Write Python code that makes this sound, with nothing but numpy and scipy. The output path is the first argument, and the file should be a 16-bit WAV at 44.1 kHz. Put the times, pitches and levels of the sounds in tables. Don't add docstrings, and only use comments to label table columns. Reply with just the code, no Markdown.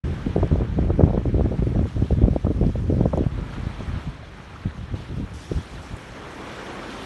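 import sys
import numpy as np
from scipy import signal
from scipy.io import wavfile
from scipy.ndimage import uniform_filter1d

SR = 44100
rng = np.random.default_rng(int(sys.argv[2]) if len(sys.argv) > 2 else 0)


def int16_out(signal):
    q = np.round(np.clip(np.atleast_2d(signal).T, -1, 1) * 32767)
    wavfile.write(sys.argv[1], SR, q.astype(np.int16))


N = 310905
TIME = np.arange(N) / SR


def from_db(db):
    return 10 ** (np.asarray(db) / 20)


def rms_one(x):
    return x / np.sqrt(np.mean(x ** 2) + 1e-20)


def steady(x, span_s):
    power = np.abs(uniform_filter1d(x ** 2, int(span_s * SR)))
    return x / np.sqrt(power + 1e-4)


def curve(rows):
    return np.interp(TIME, *np.transpose(rows))


def drift(rate_hz):
    step = 40
    pole = np.exp(-2 * np.pi * step * rate_hz / SR)
    noise = rng.standard_normal(N // step + 2002)
    slow = signal.lfilter([1], [1, -2 * pole, pole * pole], noise)[2000:]
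    return np.interp(np.arange(N) / step, np.arange(len(slow)), rms_one(slow))


def passband(x, hz, kind, order=2):
    return signal.sosfilt(signal.butter(order, hz, kind, fs=SR, output="sos"), x)


def add(out, start_s, sound):
    i = int(round(start_s * SR))
    if 0 <= i < N - len(sound):
        out[i:i + len(sound)] += sound


def bands(tone, count):
    hz, db = np.transpose(tone)
    edges = np.geomspace(hz[0], hz[-1], count + 1)
    log_centres = np.log(edges[:-1] * edges[1:]) / 2
    return zip(edges, edges[1:], from_db(np.interp(log_centres, np.log(hz), db)))


def surge(start, length, attack_s, release_s, slope_db_per_s):
    age = TIME - start
    rise = np.clip(age / attack_s + .5, 0, 1)
    hold = from_db(slope_db_per_s * np.clip(age, 0, length))
    fade = np.exp(-np.maximum(age - length, 0) / release_s)
    return rise * hold * fade


def with_surges(base_db, rows, **shape):
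    power = from_db(base_db) ** 2
    for start, length, *db in rows:
        power = power + np.outer(from_db(db), surge(start, length, **shape)) ** 2
    return 10 * np.log10(power)


# (frequency [Hz], relative level [dB])
RUMBLE_TONE = [(20, -38), (32, -16), (52, 3), (85, 0.5), (130, -3.5), (200, -9.5), (320, -31), (600, -46.5)]


def rumble(level_db):
    noise = sum(gain * passband(rng.standard_normal(N), [low, high], "band")
                for low, high, gain in bands(RUMBLE_TONE, count=9))
    return from_db(level_db) * steady(rms_one(noise), span_s=.045)


def eddy(hz, phase):
    half = int(2 * SR / hz)
    angle = np.arange(-half, half + 1) * 2 * np.pi * hz / SR
    swing = (1 + 1j * angle / 3) ** -4
    return np.real(swing * np.exp(1j * phase))


def buffeting(gust_db, per_s=190, typical_hz=161.6, octaves_per_db=0.07):
    out = np.zeros(N)
    force_db = gust_db - np.mean(gust_db)
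    for _ in range(int(per_s * N / SR)):
        when, turn = rng.random(2)
        sharpness, size = rng.standard_normal(2)
        octaves = 0.472 * np.clip(sharpness, -2, 2)
        hz = typical_hz * 2 ** (octaves + octaves_per_db * force_db[int(when * N)])
        gain = from_db(4 * size - 3.4 * octaves)
        add(out, when * N / SR, gain * eddy(np.clip(hz, 40, 900), 2 * np.pi * turn))
    return steady(out, span_s=0.08) * from_db(gust_db)


def mic_opening(x, hz, q, leak_db):
    omega = 2 * np.pi * hz
    b, a = signal.bilinear([omega ** 2], [1, omega / q, omega ** 2], fs=SR)
    return signal.lfilter(b, a, x) + from_db(leak_db) * x


# (time [s], relative level [dB])
BREEZE = [(0, -31.5), (1.0, -27.5), (1.9, -35), (3.4, -32), (4.4, -41.5), (5.4, -40), (6.1, -44.5),
          (7.05, -43.5)]
# (start [s], length [s], relative rumble level [dB], relative buffeting level [dB])
GUSTS = [(0.032, .095, -23, -32), (0.255, 0.03, -18.5, -29), (0.358, .045, -25, -26),
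         (0.407, 0.037, -16.5, -28), (0.509, 0.12, -20, -28), (0.693, 0.033, -23.5, -37),
         (0.763, 0.185, -19.5, -29.5), (0.978, .13, -20, -25), (1.115, .08, -23.5, -27),
         (1.251, .05, -19, -28.5), (1.327, .145, -17.5, -27), (1.507, .035, -24, -24.5),
         (1.595, 0.133, -21.5, -30), (1.745, 0.11, -19, -28), (1.951, 0.092, -20.5, -30),
         (2.105, .035, -15.5, -30), (2.169, .025, -17, -29.5), (2.209, .08, -20.5, -27),
         (2.298, 0.029, -18, -29.5), (2.347, .02, -24, -34), (2.439, 0.0726, -21.5, -25),
         (2.543, 0.063, -22, -36), (2.608, .09, -17, -26.5), (2.747, 0.14, -23, -34.5),
         (2.888, 0.19, -19, -28), (3.123, 0.1064, -22.5, -27), (3.318, .11, -26.5, -38),
         (3.567, .13, -30.5, -37), (3.788, 0.043, -37, -35.5), (3.877, 0.027, -23, -39),
         (3.933, 0.039, -23, -40), (4.064, 0.022, -23, -41.5), (4.65, 0.03, -23.5, -43),
         (4.779, 0.068, -31, -46.5), (4.907, .05, -27.5, -37.5), (4.986, 0.023, -32.5, -37.5),
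         (5.085, .06, -29, -38), (5.168, .07, -25.5, -35), (5.308, .06, -34, -47.5),
         (5.507, .025, -26, -33.5), (5.549, 0.037, -21, -35), (5.718, .085, -34.5, -41),
         (5.907, 0.035, -29.5, -47), (6.09, 0.027, -38, -52)]


def wind():
    breeze_db = curve(BREEZE)
    rumble_db, gust_db = with_surges([breeze_db, breeze_db - 9], GUSTS,
                                     attack_s=.016, release_s=.016, slope_db_per_s=-7.5)
    bass = rumble(rumble_db - 1)
    eddies = from_db(-1.23) * buffeting(gust_db) + from_db(-.5) * thumps() + flutter()
    eddies = mic_opening(eddies, hz=681, q=1.28, leak_db=-21.5)
    return bass + passband(eddies, 2100, "low", order=3)


def bubbling(tone, per_s, spread_db, near_db, patchy_db, churn_hz, band_count=14):
    out = np.zeros(N)
    shared_churn = drift(churn_hz)
    for low, high, gain in bands(tone, band_count):
        pops = rng.integers(0, N, int(per_s * N / SR / band_count) + 1)
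        sizes_db = spread_db * np.minimum(rng.exponential(1, len(pops)), 4)
        near = np.zeros(N)
        near[pops] = from_db(sizes_db) * rng.choice([-1, 1], len(pops))
        bubbles = rng.standard_normal(N) + from_db(near_db) * rms_one(near)
        churn = from_db(patchy_db * (shared_churn / 2 + drift(churn_hz)))
        out += gain * passband(bubbles, [low, high], "band") * churn
    return rms_one(out)


# (time [s], relative level [dB])
SWELL = [(0.04, -48.5), (0.33, -48), (0.6, -51), (1.4, -52.5), (2.0, -53), (2.45, -54.5), (3.1, -53.5),
         (3.55, -47.5), (4.0, -48), (4.22, -52.5), (4.46, -50), (4.8, -51.5), (5.3, -51.5), (6.1, -48),
         (6.62, -43), (7.05, -44.5)]
# (frequency [Hz], relative level [dB])
WASH_TONE = [(100, -6), (250, 4.5), (400, 3.5), (700, -0.5), (1100, 1), (1700, -2.5), (2400, -6.5),
             (3400, -20), (6000, -48)]


def wash():
    water = bubbling(WASH_TONE, per_s=900, spread_db=3, near_db=-7.5, patchy_db=0.96, churn_hz=12)
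    return from_db(curve(SWELL) + 6.5) * water


# (frequency [Hz], relative level [dB])
FOAM_TONE = [(1500, -21), (2400, -5), (3100, 3), (3900, -1), (4800, -8), (6500, -30)]
SPRAY_TONE = [(3500, -10.5), (4800, 2.5), (5800, 1), (7000, -4), (9000, -6.5), (12500, -14)]
# (start [s], length [s], relative foam level [dB], relative spray level [dB])
SPLASHES = [(0.14, 0.16, -59, -79), (0.46, .03, -64, -74), (1.517, 0.36, -62, -67.5),
            (1.862, 0.26, -57.5, -65), (2.3, 0.84, -62.5, -66.5), (3.653, 0.42, -58, -71),
            (4.95, 0.07, -53, -65), (5.137, .07, -64, -65.5), (5.337, 0.093, -58, -54.5),
            (5.49, 0.25, -53.5, -60), (5.815, .04, -73, -58), (5.96, 0.14, -64, -62),
            (6.3, 0.93, -61, -61.5), (6.9, .15, -49, -57)]


def splashes():
    swell_db = curve(SWELL)
    foam_db, spray_db = with_surges([swell_db - 6, swell_db - 14], SPLASHES,
                                    attack_s=.012, release_s=0.17, slope_db_per_s=2)
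    foam = bubbling(FOAM_TONE, per_s=1200, spread_db=2.5, near_db=-7, patchy_db=1.86, churn_hz=15,
                    band_count=10)
    spray = bubbling(SPRAY_TONE, per_s=900, spread_db=5, near_db=-9, patchy_db=1.5, churn_hz=16)
    return from_db(foam_db - 0.6) * foam + from_db(spray_db + 2.5) * spray


# (time [s], relative thump level [dB], sharpness before scaling [Hz], relative flutter level [dB])
STRONG_EDDIES = [(0.267, -9.5, 207, -34), (0.363, -8, 500, -38), (0.43, -8.5, 750, -25),
                 (0.515, -14.5, 333, -33), (0.528, -8, 194, -36), (0.557, -18, 507, -33),
                 (0.62, -14.5, 358, -26), (0.788, -11.5, 620, -32), (0.904, -10.5, 390, -23),
                 (0.995, -6, 403, -33), (1.009, -5, 495, -18.5), (1.037, 0, 241, -31),
                 (1.078, -13.0, 195, -28), (1.177, -12, 375, -25.5), (1.256, -14, 403, -34),
                 (1.345, -10, 302, -33), (1.396, -11.5, 435, -35), (1.409, -12.5, 540, -28),
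                 (1.458, -11, 270, -34), (1.591, -10.5, 150, -32), (1.624, -12.5, 315, -33),
                 (1.67, -12.5, 360, -49), (1.76, -17.5, 525, -38), (1.792, -15, 287, -27),
                 (2.024, -11.5, 290, -39), (2.108, -12.5, 480, -35), (2.125, -12, 315, -42),
                 (2.219, -9, 315, -37), (2.239, -4, 150, -30), (2.283, -8, 405, -30),
                 (2.362, -9.5, 585, -35), (2.448, -14, 287, -29), (2.469, -12, 424, -21),
                 (2.51, -13, 360, -33), (2.613, -11.5, 350, -45), (2.638, -12, 210, -29),
                 (2.757, -18.0, 514, -34), (2.9, -12, 340, -39), (2.925, -12, 340, -38),
                 (3.01, -7.5, 348, -22), (3.057, -8.0, 596, -25), (3.135, -11.5, 510, -18.5),
                 (3.175, -11, 750, -45), (3.209, -10.5, 285, -41), (3.265, -11.5, 169, -33),
                 (3.67, -18, 180, -46), (3.807, -20, 222, -34), (4.658, -18, 198, -41),
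                 (4.942, -16.5, 228, -34), (5.2, -16.0, 195, -47), (5.517, -11.0, 318, -35)]


def thumps(core_scale=0.72, wake_scale=0.42, wake_db=-2.5, wake_lag_s=0.00309):
    out = np.zeros(N)
    for time_s, db, hz, _ in STRONG_EDDIES:
        core_phase, wake_phase = rng.uniform(0, 2 * np.pi, 2)
        core = from_db(db) * eddy(core_scale * hz, core_phase)
        wake = from_db(db + wake_db) * eddy(wake_scale * hz, wake_phase)
        add(out, time_s - len(core) / 2 / SR, core)
        add(out, time_s + wake_lag_s - len(wake) / 2 / SR, wake)
    return out


def flutter(length_s=0.015, band_hz=(480, 1700)):
    loudness = np.zeros(N)
    bump = np.hanning(int(length_s * SR))
    for time_s, _, _, db in STRONG_EDDIES:
        add(loudness, time_s - len(bump) / 2 / SR, from_db(db) * bump)
    return loudness * rms_one(passband(rng.standard_normal(N), band_hz, "band"))


# (time [s], peak level [dB], pitch [Hz])
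DROPS = [(0.475, -41, 4800), (2.572, -46, 5000), (2.666, -38.5, 4520), (3.174, -38, 7200),
         (3.529, -52, 6000), (4.745, -56, 6000), (5.338, -44, 8140), (5.361, -47, 8800), (5.582, -45, 6200),
         (5.657, -45, 9400), (5.967, -40, 8600), (6.023, -50, 8000)]


def drops(decay_s=0.0011, band_ratio=1.21):
    out = np.zeros(N)
    fade = np.exp(-TIME[:SR // 20] / decay_s)
    for time_s, db, hz in DROPS:
        burst = rng.standard_normal(len(fade)) * fade
        tick = passband(burst, [hz / band_ratio, hz * band_ratio], "band")
        add(out, time_s, from_db(db) * tick / np.abs(tick).max())
    return out


# (time [s], peak level [dB], first pitch [Hz], last pitch [Hz], length [s])
PLOPS = [(4.222, -42, 450, 880, .024), (4.552, -38.5, 880, 1680, .019)]


def plops():
    out = np.zeros(N)
    for time_s, db, first_hz, last_hz, length in PLOPS:
        progress = np.linspace(0, 1, int(length * SR))
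        phase = 2 * np.pi * np.cumsum(first_hz + (last_hz - first_hz) * progress) / SR
        add(out, time_s, from_db(db) * np.sin(np.pi * progress) * np.sin(phase))
    return out


# (frequency [Hz], relative level [dB])
ROAR_TONE = [(80, -11), (200, -3), (330, 4), (520, -6), (800, -9.5), (1200, -10.5), (2000, -31),
             (4000, -40)]
# (start [s], length [s], level [dB])
SPILLS = [(6.132, 0.11, -46.5), (6.33, 0.082, -37.5), (6.663, 0.072, -36.5), (6.9, .15, -39)]


def spilling_wave():
    power = np.zeros(N)
    for start, length, db in SPILLS:
        section = surge(start, length, attack_s=0.13, release_s=0.21, slope_db_per_s=-3)
        power += (from_db(db) * section) ** 2
    roar = bubbling(ROAR_TONE, per_s=660, spread_db=3, near_db=-6.5, patchy_db=1, churn_hz=12)
    return np.sqrt(power) * roar


def scene():
    return (wind() + wash() + splashes() + drops() + plops() + spilling_wave())[None]


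# (frequency [Hz], width [Hz], depth [0-1])
CASE_NOTCHES = [(4860, 410, 0.43), (7550, 640, 0.12), (10240, 540, 0.33)]


def record(dry, peak_limit=.95, top_hz=11780):
    faded_in = np.clip((TIME - .036) / .006, from_db(-62), 1)
    sound = passband(dry * faded_in, 20, "high")
    for hz, width, depth in CASE_NOTCHES:
        notch_band = passband(sound, [hz - width / 2, hz + width / 2], "band", order=1)
        sound = sound - depth * notch_band
    sound = sound / (1 + (sound / peak_limit) ** 6) ** (1 / 6)
    treble_cut = signal.ellip(12, .2, 80, top_hz, fs=SR, output="sos")
    return signal.sosfilt(treble_cut, sound)


dry = scene()
out = record(dry)
int16_out(out)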